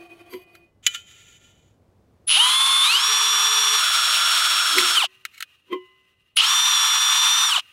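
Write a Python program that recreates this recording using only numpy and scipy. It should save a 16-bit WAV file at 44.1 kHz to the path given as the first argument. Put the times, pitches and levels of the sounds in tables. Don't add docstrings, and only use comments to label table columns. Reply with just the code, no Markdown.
import sys
import numpy as np
from scipy import signal
from scipy.fft import rfft, irfft
from scipy.io import wavfile
from scipy.ndimage import uniform_filter1d

SR = 44100
rng = np.random.default_rng(int(sys.argv[2]) if len(sys.argv) > 2 else 0)


def to_wav(s):
    ch = np.atleast_2d(s).T
    pcm = np.round(np.clip(ch, -1, 1) * 32767)
    wavfile.write(sys.argv[1], SR, pcm.astype(np.int16))


N = 340452
TIME = np.arange(N) / SR

# f/Hz, level/dB
AIR_SPECTRUM = [(20, -21.5), (100, -2.5), (140, -10), (500, -16.5), (2000, -36.5), (16000, -51)]
CRACK_SPECTRUM = [(400, -48), (850, -32), (1300, -1), (3200, 3.5), (5000, -8.5), (7000, -10.5),
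                  (16000, -16)]
# t/s, level/dB
AIR_LEVEL = [(0, -65.5), (2.25, -58.5), (2.5, -74), (7.72, -73)]
# f/Hz, level/dB, t60/s
TOUCHED_POLE_MODES = [(343, 2, 0.31), (702, 3.5, 0.076), (1157, -4.5, .1), (1400, -14.5, 0.22),
                      (2474, -1, 0.53), (3330, -12, .07)]
SCREW_MODES = [(4670, -1, 0.074), (8500, -8, .025), (10150, -5, .02), (12200, 15, 0.0032)]
BIT_MODES = [(1220, -13, 0.039), (2490, -21.5, .35), (2820, 0, 0.035), (3660, -29, 0.072)]
STRUCK_POLE_MODES = [(213.7, -11, 0.05), (300, 3, 0.037), (366.6, 2, 0.2), (500, -6, 0.028),
                     (982, -9.5, 0.085), (1058, -6, 0.072), (2048, -15, 0.091), (2380, -13.5, 0.041),
                     (378, -31.5, 1.1), (1040, -32.5, .8), (2020, -34, 1.2), (2940, -29, 0.89),
                     (3140, -7.5, 0.043)]
CLAMP_MODES = [(1403, -1.5, 0.11), (1970, -26, 0.26), (2420, -15, 0.3), (2520, -14.5, 0.39),
               (3000, 6, 0.088), (3108, -21.5, 0.602), (3286, 0.5, 0.06), (3896, -11.5, 0.091),
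               (5930, 4, 0.0099), (6890, 8.5, 0.028), (7060, -19, .25), (7330, 6.5, 0.023)]
# t/s, length/s, level/dB, fade/(dB/s)
HAND_RUBS = [(-0.05, 0.765, -46, -16.5)]
SCREW_RUBS = [(.29, 0.16, -46, -34), (.51, 0.09, -58, 0)]
CLAMP_RUBS = [(.825, 0.28, -37.5, -59), (1.05, 0.52, -53.5, -10), (1.5, 0.29, -62.5, -30)]
AFTER_RING = [(5.04, 1.76, -56, -10.5), (7.58, .3, -50, -30)]
# t/s, level/dB, scrape decay/s
BIT_TICKS = [(.336, -41.5, 0.0053), (.552, -46.5, 0.004), (4.783, -12, 0.0018), (4.802, -22.5, 0.0013),
             (5.2515, -25, 0.00048), (5.345, -48, 0.02), (5.379, -41, 0.0073), (5.4055, -29, 0.0019),
             (5.4248, -25.5, 0.0011), (6.369, -20.5, 0.00096)]
POLE_KNOCKS = [(.338, -29.5, 0.02), (4.776, -23.5, 0.031), (4.835, -36, 0.061), (5.729, -21, 0.014)]
CLAMP_HITS = [(.8654, -11.5, 0.00056), (.868, -15, 0.00074), (.948, -26, 0.0096)]

# t/s, share of full speed
TRIGGER = [
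    [(2.266, 0), (2.365, .575), (2.58, .62), (2.82, .623), (2.99, 1)],
    [(6.356, 0), (6.4, 1)],
]
# t/s, speed/(turns/s)
TOP_SPEED = [
    [(3.16, 434.0), (3.76, 435.6), (3.82, 427.9), (4.598, 423.0), (4.772, 412.7), (4.806, 425.0),
     (4.93, 418.3)],
    [(6.6, 446.9), (6.69, 448.2), (6.77, 434.8), (7.44, 449.9)],
]
# trigger let go t/s, shaft at rest t/s
STOPS = [(4.93, 5.076), (7.45, 7.617)]
HUM_DB = [-0.5, -14]
# f/Hz, level/dB
KICK_SPECTRUM = [(1500, -26), (2300, -9), (2950, 8.5), (3700, -5.5), (5000, -11.5), (12000, -53.5)]
HOUSING_RESPONSE = [(450, -73), (680, -24.5), (1050, -26), (1750, -34.5), (2150, -37), (2550, -20),
                    (2980, -14), (3200, -24), (3350, -29), (3560, -21.5), (4200, -26.5), (4800, -34.5),
                    (5180, -38), (5400, -31), (5680, -29.5), (6300, -31)]
# multiple of the shaft speed, level/dB
MOTOR_ORDERS = [(4, -4), (8, -0.5), (12, -7.5), (13, 4.5), (16, -6.5), (20, -9.5), (26, -11.5)]
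# f/Hz, level/dB
RUMBLE_SPECTRUM = [(150, -38.5), (350, -10.5), (700, 12), (1800, -8.5)]
CHATTER_SPECTRUM = [(450, -70), (720, -14), (950, 1.5), (1250, 6.5), (1600, -2.5), (3000, -33.5)]
GRIND_SPECTRUM = [(700, -58.5), (1300, -12.5), (2600, 1), (3400, 5.5), (4200, 1), (4800, -5.5), (6800, -7),
                  (11000, -30.5)]
SWARF_SPECTRUM = [(4500, -47), (7200, 1), (8500, 2), (10600, -3), (15500, -16)]
# level/dB, change in a deep cut/dB, change per halving of speed/dB
TEXTURE_MIX = [(-57.5, 13.5, 1), (-27, -7, -3.5), (-23, 1, -2), (-31.5, 1.5, -4.5)]
# f/Hz, level/dB
POLE_HUM = [(320, -79.5), (366, -44.5), (395, -57.5), (427, -74), (435, -47), (442, -64.5)]
# f/Hz, width/Hz
BIT_BENDING = (1353, 280)

BITE_SPEED, BITE_RANGE = 431, 6
HARD_CHANGE = 2000


def gain_of(db):
    return 10 ** (np.asarray(db) / 20)


def unit_rms(x):
    return x / np.sqrt(np.mean(x ** 2) + 1e-20)


def db_at(spectrum, hz):
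    f, db = np.transpose(spectrum)
    return np.interp(np.log(hz + 1), np.log(f + 1), db)


def coloured(x, spectrum):
    log_gain = np.log(gain_of(db_at(spectrum, np.fft.rfftfreq(4096, 1 / SR))))
    mirrored = np.concatenate([log_gain, log_gain[-2:0:-1]])
    taps = np.fft.ifft(np.exp(np.conj(signal.hilbert(mirrored)))).real[:len(mirrored) // 2]
    return signal.oaconvolve(x, taps / np.linalg.norm(taps))[:len(x)]


def low_cut(x, hz, order):
    return signal.sosfilt(signal.butter(order, hz, "high", fs=SR, output="sos"), x)


def wander(size, hz):
    f = np.fft.rfftfreq(size, 1 / SR)
    return unit_rms(irfft(rfft(rng.standard_normal(size)) / (1 + (f / hz) ** 4), size))


def grains(size, per_s, spread_db):
    sizes = gain_of(spread_db * np.minimum(rng.exponential(1, size), 4))
    return unit_rms(sizes * rng.choice([-1, 1], size) * (rng.random(size) < per_s / SR))


def gate(t, start, end, attack_s, release_s):
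    return np.clip((t - start) / attack_s, 0, 1) * np.clip((end - t) / release_s, 0, 1)


def add(mix, start, sound):
    part = mix[max(round(start * SR), 0):][:len(sound)]
    part += sound[:len(part)]


def air():
    level_db = np.interp(TIME, *np.transpose(AIR_LEVEL))
    return coloured(rng.standard_normal(N), AIR_SPECTRUM) * gain_of(level_db)


def metal_ring(modes, crack_db, crack_t60, low_cut_hz):
    t = np.arange(SR) / SR
    ring = sum(gain_of(db - 60 * t / t60) * np.sin(2 * np.pi * hz * t) * (-1) ** k
               for k, (hz, db, t60) in enumerate(modes))
    crack = coloured(rng.standard_normal(SR) * gain_of(crack_db - 60 * t / crack_t60), CRACK_SPECTRUM)
    return low_cut(ring + crack, low_cut_hz, order=2)


def sustained(cues, ring, uneven_db=2):
    clicks = grains(N + len(ring) - 1, per_s=9000, spread_db=3)
    envelope = np.zeros(N)
    for start, length, db, fade in cues:
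        window = gate(TIME, start, start + length, attack_s=0.047, release_s=0.12)
        envelope += window * gain_of(db + fade * np.clip(TIME - start, 0, length))
    ringing = unit_rms(signal.oaconvolve(clicks, ring, "valid"))
    return envelope * gain_of(uneven_db * wander(N, 20)) * ringing


def hand_slide():
    ring = metal_ring(TOUCHED_POLE_MODES, crack_db=1.5, crack_t60=0.023, low_cut_hz=150)
    return sustained(HAND_RUBS, ring)


def screw_scrape():
    return sustained(SCREW_RUBS, metal_ring(SCREW_MODES, crack_db=3, crack_t60=0.02, low_cut_hz=1900))


def hits(cues, ring, rattle=0.077, rise_share=0.71):
    out = np.zeros(N)
    t = np.arange(-SR // 10, SR // 5) / SR
    for tap_time, db, decay in cues:
        scrape = np.exp(-np.where(t < 0, -t / rise_share, t) / decay)
        force = (t == 0) + rattle * scrape * rng.standard_normal(len(t))
        sound = signal.fftconvolve(force, ring)
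        loudest_rms = np.sqrt(uniform_filter1d(sound ** 2, size=220).max())
        add(out, tap_time + t[0], gain_of(db) * sound / loudest_rms)
    return out


def bit_ticks():
    return hits(BIT_TICKS, metal_ring(BIT_MODES, crack_db=13.5, crack_t60=0.035, low_cut_hz=880))


def pole_knocks():
    ring = metal_ring(STRUCK_POLE_MODES, crack_db=-17.5, crack_t60=0.018, low_cut_hz=150)
    return hits(POLE_KNOCKS, ring)


def clamp_snap():
    ring = metal_ring(CLAMP_MODES, crack_db=9, crack_t60=0.038, low_cut_hz=1100)
    return hits(CLAMP_HITS, ring) + sustained(CLAMP_RUBS, ring)


def shaft_speed(t, trigger, top_speed, let_go, at_rest, lag_s=0.032, waver=0.0015):
    inertia = np.exp(-1 / (lag_s * SR))
    drive = signal.lfilter([1 - inertia], [1, -inertia], trigger)
    braking = np.clip((t - let_go) / (at_rest - let_go), 0, 1) ** 2.2
    speed = np.maximum(top_speed * drive * (1 - braking), 1)
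    return speed * (1 + waver * wander(len(t), 9))


def torque_kicks(speed, turns, weak=0.12, gear_play=0.3, blur_speed=220):
    step = np.floor(12 * turns)
    jolts = np.where(step % 3 == 0, 1, weak) * np.diff(step, prepend=0)
    jolts *= 1 + gear_play * rng.standard_normal(len(jolts))
    kicks = coloured(jolts * np.sqrt(SR / (4 * np.maximum(speed, 20))), KICK_SPECTRUM)
    return kicks * np.minimum(blur_speed / speed, 1) ** 2


def controller_tone(t, trigger, speed, turns, switching_hz=9810):
    carrier, magnets = 2 * np.pi * switching_hz * t, 8 * np.pi * turns
    rolling = np.clip(speed / 250, 0, 1)
    sides = gain_of(-4) * np.sin(carrier - magnets) + gain_of(-19) * np.sin(carrier + 2 * magnets)
    envelope = gain_of(-19 - 0.025 * speed) * np.sqrt(2 * (1 - trigger))
    return envelope * (np.sin(carrier + magnets) + rolling * sides)


def motor_whine(speed, turns, strain, flutter_db=1, lash_db=3, jitter_turns=0.0047, fade_speed=248):
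    size = len(speed)
    shaken = turns + jitter_turns * wander(size, 25)
    out = np.zeros(size)
    for order, db in MOTOR_ORDERS:
        flicker_db = (flutter_db + lash_db * strain) * wander(size, 41)
        strength = gain_of(db + db_at(HOUSING_RESPONSE, order * speed) + flicker_db)
        meshing = 1 if order % 2 == 0 else 1 - strain
        out += meshing * strength * np.sin(2 * np.pi * order * shaken)
    return np.sqrt(2) * out * np.minimum(speed / fade_speed, 1) ** 2


def cutting_textures(turns, depth, halvings, tooth_depth=0.052, bite_db=1):
    size = len(turns)
    teeth = 1 + tooth_depth * np.cos(2 * np.pi * 0.4 * turns + wander(size, 37))
    bite = teeth * gain_of(bite_db * wander(size, 22))
    rumble = coloured(grains(size, per_s=3500, spread_db=2.5), RUMBLE_SPECTRUM)
    chatter = coloured(grains(size, per_s=5000, spread_db=1.7) * bite, CHATTER_SPECTRUM)
    grind = coloured(grains(size, per_s=14000, spread_db=1.9) * bite, GRIND_SPECTRUM)
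    swarf = coloured(grains(size, per_s=16000, spread_db=1.9) * bite, SWARF_SPECTRUM)
    return [layer * gain_of(db + deep_db * depth + slow_db * halvings)
            for layer, (db, deep_db, slow_db) in zip((rumble, chatter, grind, swarf), TEXTURE_MIX)]


def pole_hum(speed, turns, waver_db=2):
    level_db = db_at(POLE_HUM, speed) + waver_db * wander(len(speed), 12)
    return np.sqrt(2) * gain_of(level_db) * np.sin(2 * np.pi * turns)


def bit_song(depth, level_db=-26.5):
    hz, width_hz = BIT_BENDING
    b, a = signal.iirpeak(hz, hz / width_hz, fs=SR)
    ringing = signal.lfilter(b, a, signal.lfilter(b, a, rng.standard_normal(len(depth))))
    return gain_of(level_db) * depth * unit_rms(ringing)


def drill_run(trigger_curve, top_speed_curve, stop, hum_db):
    start = trigger_curve[0][0]
    let_go, at_rest = stop
    t = np.arange(start, at_rest, 1 / SR)
    trigger = np.interp(t, *np.transpose(trigger_curve))
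    top_speed = np.interp(t, *np.transpose(top_speed_curve))
    speed = shaft_speed(t, trigger, top_speed, let_go, at_rest)
    turns = np.cumsum(speed) / SR
    depth = np.clip(0.5 + (BITE_SPEED - top_speed) / BITE_RANGE, 0, 1) * (speed / top_speed) ** 2
    acceleration = np.gradient(speed) * SR / HARD_CHANGE
    strain = np.minimum(abs(acceleration), 1) ** 3
    surge = np.clip(acceleration, 0, 1) ** 2
    torque = np.sqrt(strain) * np.maximum(acceleration, 1) ** 0.35

    kick_db = np.where(t < let_go, -17.5, -23.5)
    kicks = torque * gain_of(kick_db) * torque_kicks(speed, turns)
    tones = controller_tone(t, trigger, speed, turns)
    tones += gain_of(0.5 - 2 * depth - 6 * surge) * motor_whine(speed, turns, strain)
    rumble, chatter, grind, swarf = cutting_textures(turns, depth, halvings=np.log2(top_speed / speed))
    grind *= gain_of(6.5 * surge - 4 * strain)
    grit = low_cut(chatter + grind + swarf + kicks, hz=700, order=3)
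    tones += gain_of(hum_db) * pole_hum(speed, turns) + bit_song(depth)
    envelope = gate(t, start, at_rest, attack_s=0.014, release_s=0.023) ** 2
    return start, envelope * (grit + rumble + tones)


def after_ring():
    return sustained(AFTER_RING, metal_ring(BIT_MODES, crack_db=-9, crack_t60=0.09, low_cut_hz=590))


def scene():
    mix = air() + hand_slide() + screw_scrape() + bit_ticks() + pole_knocks() + clamp_snap()
    for run in zip(TRIGGER, TOP_SPEED, STOPS, HUM_DB):
        add(mix, *drill_run(*run))
    mix += after_ring()
    return np.array([mix, mix])


def record(dry):
    lowpass = signal.firwin(401, 15900, window=("kaiser", 8), fs=SR)
    return signal.oaconvolve(np.clip(dry, -1, 1), lowpass[None], "same")


dry = scene()
out = record(dry)
to_wav(out)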